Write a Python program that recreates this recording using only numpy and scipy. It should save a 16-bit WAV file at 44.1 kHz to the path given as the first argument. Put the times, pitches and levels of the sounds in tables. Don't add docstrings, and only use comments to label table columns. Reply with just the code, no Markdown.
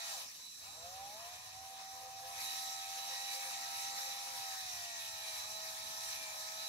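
import sys
import numpy as np
from scipy import signal
from scipy.fft import rfft, irfft, next_fast_len
from scipy.io import wavfile
from scipy.ndimage import uniform_filter1d

SR = 44100
rng = np.random.default_rng(int(sys.argv[2]) if len(sys.argv) > 2 else 0)


def ratio(d):
    e = np.asarray(d, float) / 20
    return 10 ** e


def master_out(mix):
    frames = np.transpose(np.atleast_2d(mix))
    ceiling = np.clip(frames, -1, 1)
    pcm = np.round(ceiling * 32767).astype(np.int16)
    wavfile.write(sys.argv[1], SR, pcm)


N = 294588
SIZE = next_fast_len(N)
HZ = np.maximum(np.arange(SIZE // 2 + 1) * SR / SIZE, 1)

# time in seconds, speed in Hz.
SHAFT_SPEED = [(0, 75.7), (.11, 75), (.2, 54), (.43, 13), (.76, 52.5), (.93, 62.4), (1.11, 67.9),
               (1.2, 75.2), (1.34, 81), (1.65, 85.4), (2.8, 86.3), (4.32, 88.4), (4.46, 86.4), (4.62, 84.6),
               (4.8, 78.4), (5.05, 74.2), (5.4, 70.6), (6.68, 71.2)]
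# start in seconds, length in seconds,
# whip in dB, speed gain in Hz.
STROKE_TOPS = [(1.6, 0.16, 6, 0.17), (1.9, 0.23, 12, 0.11), (2.22, .22, 8.5, 1.1), (3.03, 0.49, 11.5, .9),
               (3.9, 0.5026, 9.5, 0.29), (5.5, .45, 0, 1.04), (5.95, .27, 5, 1.6), (6.52, .3, -1, 0.61)]
# start in seconds, length in seconds, level in dB.
BITES = [(2.44, .38, 10), (3.08, .27, 13), (3.47, .2, 8), (3.72, .42, 9), (4.44, .3, 9), (5.12, .27, 15),
         (6.03, .33, 10)]
# start in seconds, length in seconds, level in dB.
MAIN_DIPS = [
    (.74, .1, -5),
    (1.36, .19, -6),
]
COAST_START_S, COAST_END_S, RESTART_S = 0.24, 0.732, 0.602

MAIN_ORDERS = [9, 12, 8, 6]
MAIN_DB = [0, 0.5, -5.5, -15]
# centre in Hz, width in Hz, gain in dB.
SHELL = [(529, 23, 8), (645, 10, 15.5), (698.3, 25.5, 19), (785.2, 32.6, 25), (880, 76, 13.5)]
SHELL_DB, SHELL_TOP_DB, COAST_DB = -78, -5.5, -38
SHELL_LOW_HZ, SHELL_TOP_HZ = 503, 937
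TORQUE_DB_PER_HZ_S, TORQUE_TOP_HZ = 0.0866, 880

POLE_ORDERS = [7, 10, 11, 13, 15, 18, 19, 20, 21, 24, 25, 26, 27, 30]
POLE_DB = [-116, -75.5, -85.5, -78, -75.5, -73.5, -87, -78.5, -84.5, -76, -75.5, -83.5, -90, -79.5]
GEAR_ORDERS = [10.82, 13.82, 22.28, 55.36]
GEAR_DB = [-73, -79, -78, -81]
# centre in Hz, width in Hz, gain in dB.
HOUSING = [(795, 17, 14), (978, 140, 11), (1306, 74, 16), (1870, 83, 18.5), (2410, 100, 20.5),
           (3990, 60, 24)]
MESH_ORDERS = [21.65, 33.08, 44.56]
MESH_DB = [-69, -66, -64.5]
# centre in Hz, width in Hz.
MESH_SHELL = [(1890, 330), (2370, 103), (3900, 250)]

CHOP_HZ, CHOP_UNDER_DB, CHOP_BITE = 3958, -10.3, .1
CHOP_OFF_S, CHOP_ON_S = .22, .4
# multiple of chop pitch, multiple of shaft speed; then level in dB.
CHOP_SIDES = [(1, -3), (1, 3), (1, 6), (2, 0), (2, -6), (2, -12), (2, -3), (2, 3)]
CHOP_SIDE_DB = [-13, -19, -14, -17, -11, -17, -24, -25]
# start in seconds, length in seconds, tone in dB, octave sidebands in dB.
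SPIN_UP_WHINE = [
    (.42, .36, 5, 0),
    (.62, .33, 0, 5),
]

# time in seconds, scrape level in dB.
PRESSURE = [(0, -50), (.18, -50), (.28, -55), (.56, -57), (1.45, -57), (1.6, -58.5), (2.29, -57),
            (2.42, -48.5), (2.75, -50.5), (3.37, -48.5), (3.63, -51.5), (3.79, -48), (4.41, -50.5),
            (4.54, -49), (5.77, -51), (6.07, -48), (6.27, -52), (6.62, -48.5)]
# frequency in Hz, level in dB.
STONE = [(330, -44), (480, -26), (700, -16), (1150, -12), (1480, -18.5), (1750, -8.5), (2100, -16.5),
         (2800, -11.5), (3300, -10), (4000, -3.5), (4700, -7), (6000, -4.5), (8200, -13.5), (15700, -21)]
# centre in Hz, width in Hz, gain in dB.
BLOCK = [(782, 220, -7.5), (1005, 38, -1), (1243, 32, -6), (1887, 18, -5.5), (2250, 224, -5.5),
         (2526, 36, -1), (3960, 23, -17), (5190, 23, -2), (5644, 200, -7.5), (6375, 40, -4),
         (7010, 21, -3.5), (7600, 150, -8.5), (8790, 140, -6), (9560, 730, -7.5), (11600, 1430, -4.5)]
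SCRAPE_BITE = 0.027
GEARBOX_DB, GEARBOX_COAST_DB = -66, -9
BODY_DB, BODY_COAST_DB, GRIT_DB = -5.5, -6, -3.5

# frequency in Hz, level in dB.
BREEZE = [(20, -16), (45, -34), (68, -0.5), (100, -0.5), (140, -8), (200, -24), (300, -48), (600, -56)]
# start in seconds, length in seconds, level in dB.
GUSTS = [(0.629, 0.49, -70), (1.177, 0.45, -70.5), (1.894, 0.61, -73), (2.987, 0.03, -74),
         (3.791, 0.075, -73), (4.059, 0.038, -74), (4.38, 0.12, -73.5), (4.606, 0.25, -70.5),
         (5.011, 0.21, -73.5), (5.329, 0.22, -71), (5.655, 0.075, -69), (5.791, 0.104, -72),
         (5.992, 0.19, -77), (6.413, 0.06, -77.5)]
# frequency in Hz, density in dB per Hz.
TRAFFIC = [(18, -62), (30, -19), (75, -9.5), (125, -6.5), (265, -6.5), (355, -13), (432, -15),
           (1290, -11.5), (1500, -13), (1950, -34), (3300, -120)]
LULL_DB, TRAFFIC_DB = -83, -75

# frequency in Hz, left minus right in dB.
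PORT_DB = [(130, -0.5), (300, -2.5), (500, 11.5), (800, -4.5), (3100, 6), (3900, -10.5), (4600, 2),
           (5200, 2), (5700, -3.5), (6300, 1.5), (9100, -3), (10600, 1.5), (11600, 2.5), (14000, 10)]
# frequency in Hz, left lead in radians.
PORT_LEAD = [(0, .3), (780, 0.38), (1640, 3.5), (1890, 4.7), (3620, 3.98), (3960, 6.1), (6290, 12.77),
             (7060, 19.7), (7920, 21.15), (9220, 24.1), (10300, 31), (11700, 25.6), (14300, 47),
             (15400, 28)]
# frequency in Hz, common share from 0 to 1.
PORT_SHARE = [(60, 0.97), (280, 0.56), (700, 0.35), (1500, 0.16), (4000, 0.49), (8000, 0.13),
              (15000, 0.058)]
DECK_ECHO_MS, DECK_ECHO = .98, .45
TOP_HZ = 15715


def curves(table):
    s, *columns = np.transpose(table)
    return [np.interp(np.arange(N) / SR, s, c) for c in columns]


def across(table, hz=HZ):
    f, v = np.transpose(table)
    return np.interp(np.log(hz), np.log(np.maximum(f, 1)), v)


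def walk(rate_hz):
    k = int(SR / rate_hz)
    held = np.repeat(rng.standard_normal(N // k + 1), k)
    return 1.42 * uniform_filter1d(uniform_filter1d(held, k), k)[:N]


def swells(rows, column, edge_s, under=0):
    s = np.arange(N) / SR
    edge = int(edge_s * SR)
    held = sum((row[column] - under) * ((s > row[0]) & (s < row[0] + row[1])) for row in rows)
    return uniform_filter1d(uniform_filter1d(held, edge), edge)


def rings(modes, hz):
    return np.sqrt(1 + sum(ratio(db) ** 2 / (1 + (2 * (hz - f) / w) ** 2) for f, w, db in modes))


def ports(near, far=None):
    lead = np.interp(HZ, *np.transpose(PORT_LEAD))
    shadow = ratio(across(PORT_DB) / 2) * np.exp(.5j * lead)
    if far is None:
        return np.array([near * shadow, near / shadow])
    share = np.clip(across(PORT_SHARE), 0, 1)
    common = np.sqrt((1 + share) / 2) * near
    differing = np.sqrt((1 - share) / 2) * far
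    return np.array([(common + differing) * shadow, (common - differing) / shadow])


def hiss(gain):
    return gain * ports(rfft(rng.standard_normal(SIZE)), rfft(rng.standard_normal(SIZE)))


def band(spectra, lo_hz, hi_hz):
    mid = spectra.mean(axis=0)[(HZ > lo_hz) & (HZ < hi_hz)]
    return spectra * SIZE / np.sqrt(2 * np.sum(np.abs(mid) ** 2))


def tone(turns, db, waver_db, slip):
    phase = 2 * np.pi * (turns + rng.random()) + slip * walk(25)
    return np.sqrt(2) * ratio(db + waver_db * walk(9)) * np.sin(phase)


def shaft():
    coast = swells([(COAST_START_S, COAST_END_S - COAST_START_S, 1.)], column=2, edge_s=0.07)
    driven_hz = uniform_filter1d(curves(SHAFT_SPEED)[0], SR // 30)
    return driven_hz + swells(STROKE_TOPS, column=3, edge_s=0.084), coast


def strain_db(k, hz):
    hz_per_s = uniform_filter1d(np.gradient(hz) * SR, SR // 10)
    torque_db = TORQUE_DB_PER_HZ_S * np.clip(hz_per_s, 0, 130)
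    return torque_db * (k % 3 == 0) / (1 + (k * hz / TORQUE_TOP_HZ) ** 16)


def main_orders(hz, coast):
    turns = np.cumsum(hz) / SR
    dip_db = swells(MAIN_DIPS, column=2, edge_s=0.054)
    out = 0
    for k, db in zip(MAIN_ORDERS, MAIN_DB):
        order_hz = k * hz
        level_db = db + SHELL_DB + strain_db(k, hz) + dip_db + COAST_DB * coast
        level_db += SHELL_TOP_DB / (1 + (SHELL_TOP_HZ / order_hz) ** 30)
        level_db += 20 * np.log10(rings(SHELL, order_hz))
        if k == 6:
            level_db += swells(STROKE_TOPS, column=2, edge_s=.03) + 5.0 * walk(30)
        out = out + tone(k * turns, level_db - 12 * (order_hz < 420), waver_db=.8, slip=.12)
    return out


def poles_and_gears(hz, scrape_db, bite_db):
    turns = np.cumsum(hz) / SR
    unloaded = (COAST_START_S + 0.054, RESTART_S - COAST_START_S - .05, -20)
    load_db = 1.04 * (scrape_db + 47.5) + swells([unloaded], column=2, edge_s=0.053)
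    out = 0
    for k, db in zip(POLE_ORDERS, POLE_DB):
        radiated = rings(HOUSING, k * hz) / np.sqrt(1 + (600 / (k * hz)) ** 8)
        out = out + radiated * tone(k * turns, db + load_db + strain_db(k, hz), waver_db=1.8, slip=.25)

    def thin(f):
        return 1 / np.sqrt(1 + (SHELL_LOW_HZ / f) ** 12)

    for k, db in zip(GEAR_ORDERS, GEAR_DB):
        radiated = rings(HOUSING, k * hz) * thin(k * hz)
        out += radiated * tone(k * turns, db + load_db, waver_db=2.5, slip=.6)
    for k, db, (f, w) in zip(MESH_ORDERS, MESH_DB, MESH_SHELL):
        radiated = np.maximum(1 / (1 + (2 * (k * hz - f) / w) ** 2), .2) * thin(k * hz)
        out += radiated * tone(k * turns, db + load_db + bite_db, waver_db=2.5, slip=.7)
    return out


def chopper(hz, scrape_db, bite_db):
    s, turns = np.arange(N) / SR, np.cumsum(hz) / SR
    chop_db = scrape_db + CHOP_UNDER_DB + CHOP_BITE * bite_db + 2.0 * walk(13)
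    chop_db += swells(SPIN_UP_WHINE, column=2, edge_s=0.042)
    whine = tone(CHOP_HZ * s, chop_db + 1.2, waver_db=1.6, slip=.3)
    steady_db = uniform_filter1d(chop_db, SR // 3) - 12 * np.log10(np.maximum(hz, 45) / 80)
    octave_db = swells(SPIN_UP_WHINE, column=3, edge_s=.08)
    for (m, k), db in zip(CHOP_SIDES, CHOP_SIDE_DB):
        side_db = steady_db + 3 + db + (m == 2) * octave_db
        whine += tone(m * CHOP_HZ * s + k * turns, side_db, waver_db=2.0, slip=.2)
    powered = 1. * ((s < CHOP_OFF_S) | (s > CHOP_ON_S))
    return whine * uniform_filter1d(powered, SR // 50)


def drill():
    hz, coast = shaft()
    bite_db = swells(BITES, column=2, edge_s=0.028)
    scrape_db = uniform_filter1d(curves(PRESSURE)[0], SR // 5)
    out = main_orders(hz, coast)
    out += poles_and_gears(hz, scrape_db, bite_db)
    out += chopper(hz, scrape_db, bite_db)
    return irfft(ports(rfft(out, SIZE)), SIZE)[:, :N]


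def scrape():
    return curves(PRESSURE)[0] + SCRAPE_BITE * swells(BITES, column=2, edge_s=.04) + 0.36 * walk(12)


def hone():
    scrape_db, speed_hz = scrape(), shaft()[0]
    coast = swells([(COAST_START_S + 0.053, RESTART_S - COAST_START_S - .03, 1.)], column=2, edge_s=0.082)
    gears_db = GEARBOX_DB + GEARBOX_COAST_DB * coast - scrape_db + 2.4 * walk(8)
    body_db = BODY_DB + BODY_COAST_DB * coast + 1.3 * walk(13)
    grit_db = GRIT_DB + 0.73 * walk(10)
    block_gain = rings([(f, w, db + 12.5) for f, w, db in BLOCK], HZ)
    spectra = band(hiss(ratio(across(STONE)) * block_gain), 3750, 7900)
    out = 0
    for octave in np.arange(0, 6.1, 1 / 4):
        hz = 300 * 2 ** octave
        window = np.clip(1 - 4 * np.abs(np.log2(HZ / hz)), 0, 1)
        tilt_db = across([(1100, 0.72), (2000, 0.05)], hz) * (gears_db + 13.5)
        tilt_db += across([(1100, 0.52), (2000, 0.86), (3300, 0.13), (4200, 0.18)], hz) * (body_db + 7.0)
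        tilt_db += across([(7000, 0.098), (9500, 1)], hz) * (grit_db + 3.5)
        patchy_db = across([(1000, 2.2), (3000, 1.8), (4200, .6)], hz) * walk(18) + 1.2 * walk(36)
        out = out + irfft(spectra * window, SIZE)[:, :N] * ratio(tilt_db + patchy_db)
    shake = 1 + 0.046 * np.sin(2 * np.pi * np.cumsum(speed_hz) / SR)
    return out * ratio(scrape_db + 0.53 * walk(40) + 0.11 * walk(22)) * shake


def traffic():
    rumble = irfft(band(hiss(ratio(across(TRAFFIC))), 30, 600), SIZE)[:, :N]
    return rumble * ratio(TRAFFIC_DB - 1.5 + .8 * walk(4) + 1.6 * walk(14))


def breeze():
    rush = irfft(band(hiss(ratio(across(BREEZE))), 45, 160), SIZE)[:, :N]
    gust_db = LULL_DB + swells(GUSTS, column=2, edge_s=.06, under=LULL_DB)
    return rush * ratio(gust_db + 0.83 * walk(9))


def scene():
    work = rfft(drill() + hone(), SIZE)
    echo = DECK_ECHO / (1 + (HZ / 4000) ** 4) * np.exp(-2j * np.pi * HZ * DECK_ECHO_MS / 1000)
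    work = work * np.array([np.ones(len(HZ)), np.abs(1 - echo)])
    return irfft(work, SIZE)[:, :N] + traffic() + breeze()


def top_cut(x):
    return signal.sosfilt(signal.butter(12, 15890, fs=SR, output="sos"), x)


def record(dry):
    cut = irfft(rfft(dry, SIZE) * (HZ < TOP_HZ), SIZE)[:, :N]
    return top_cut(cut)


dry = scene()
out = record(dry)
master_out(out)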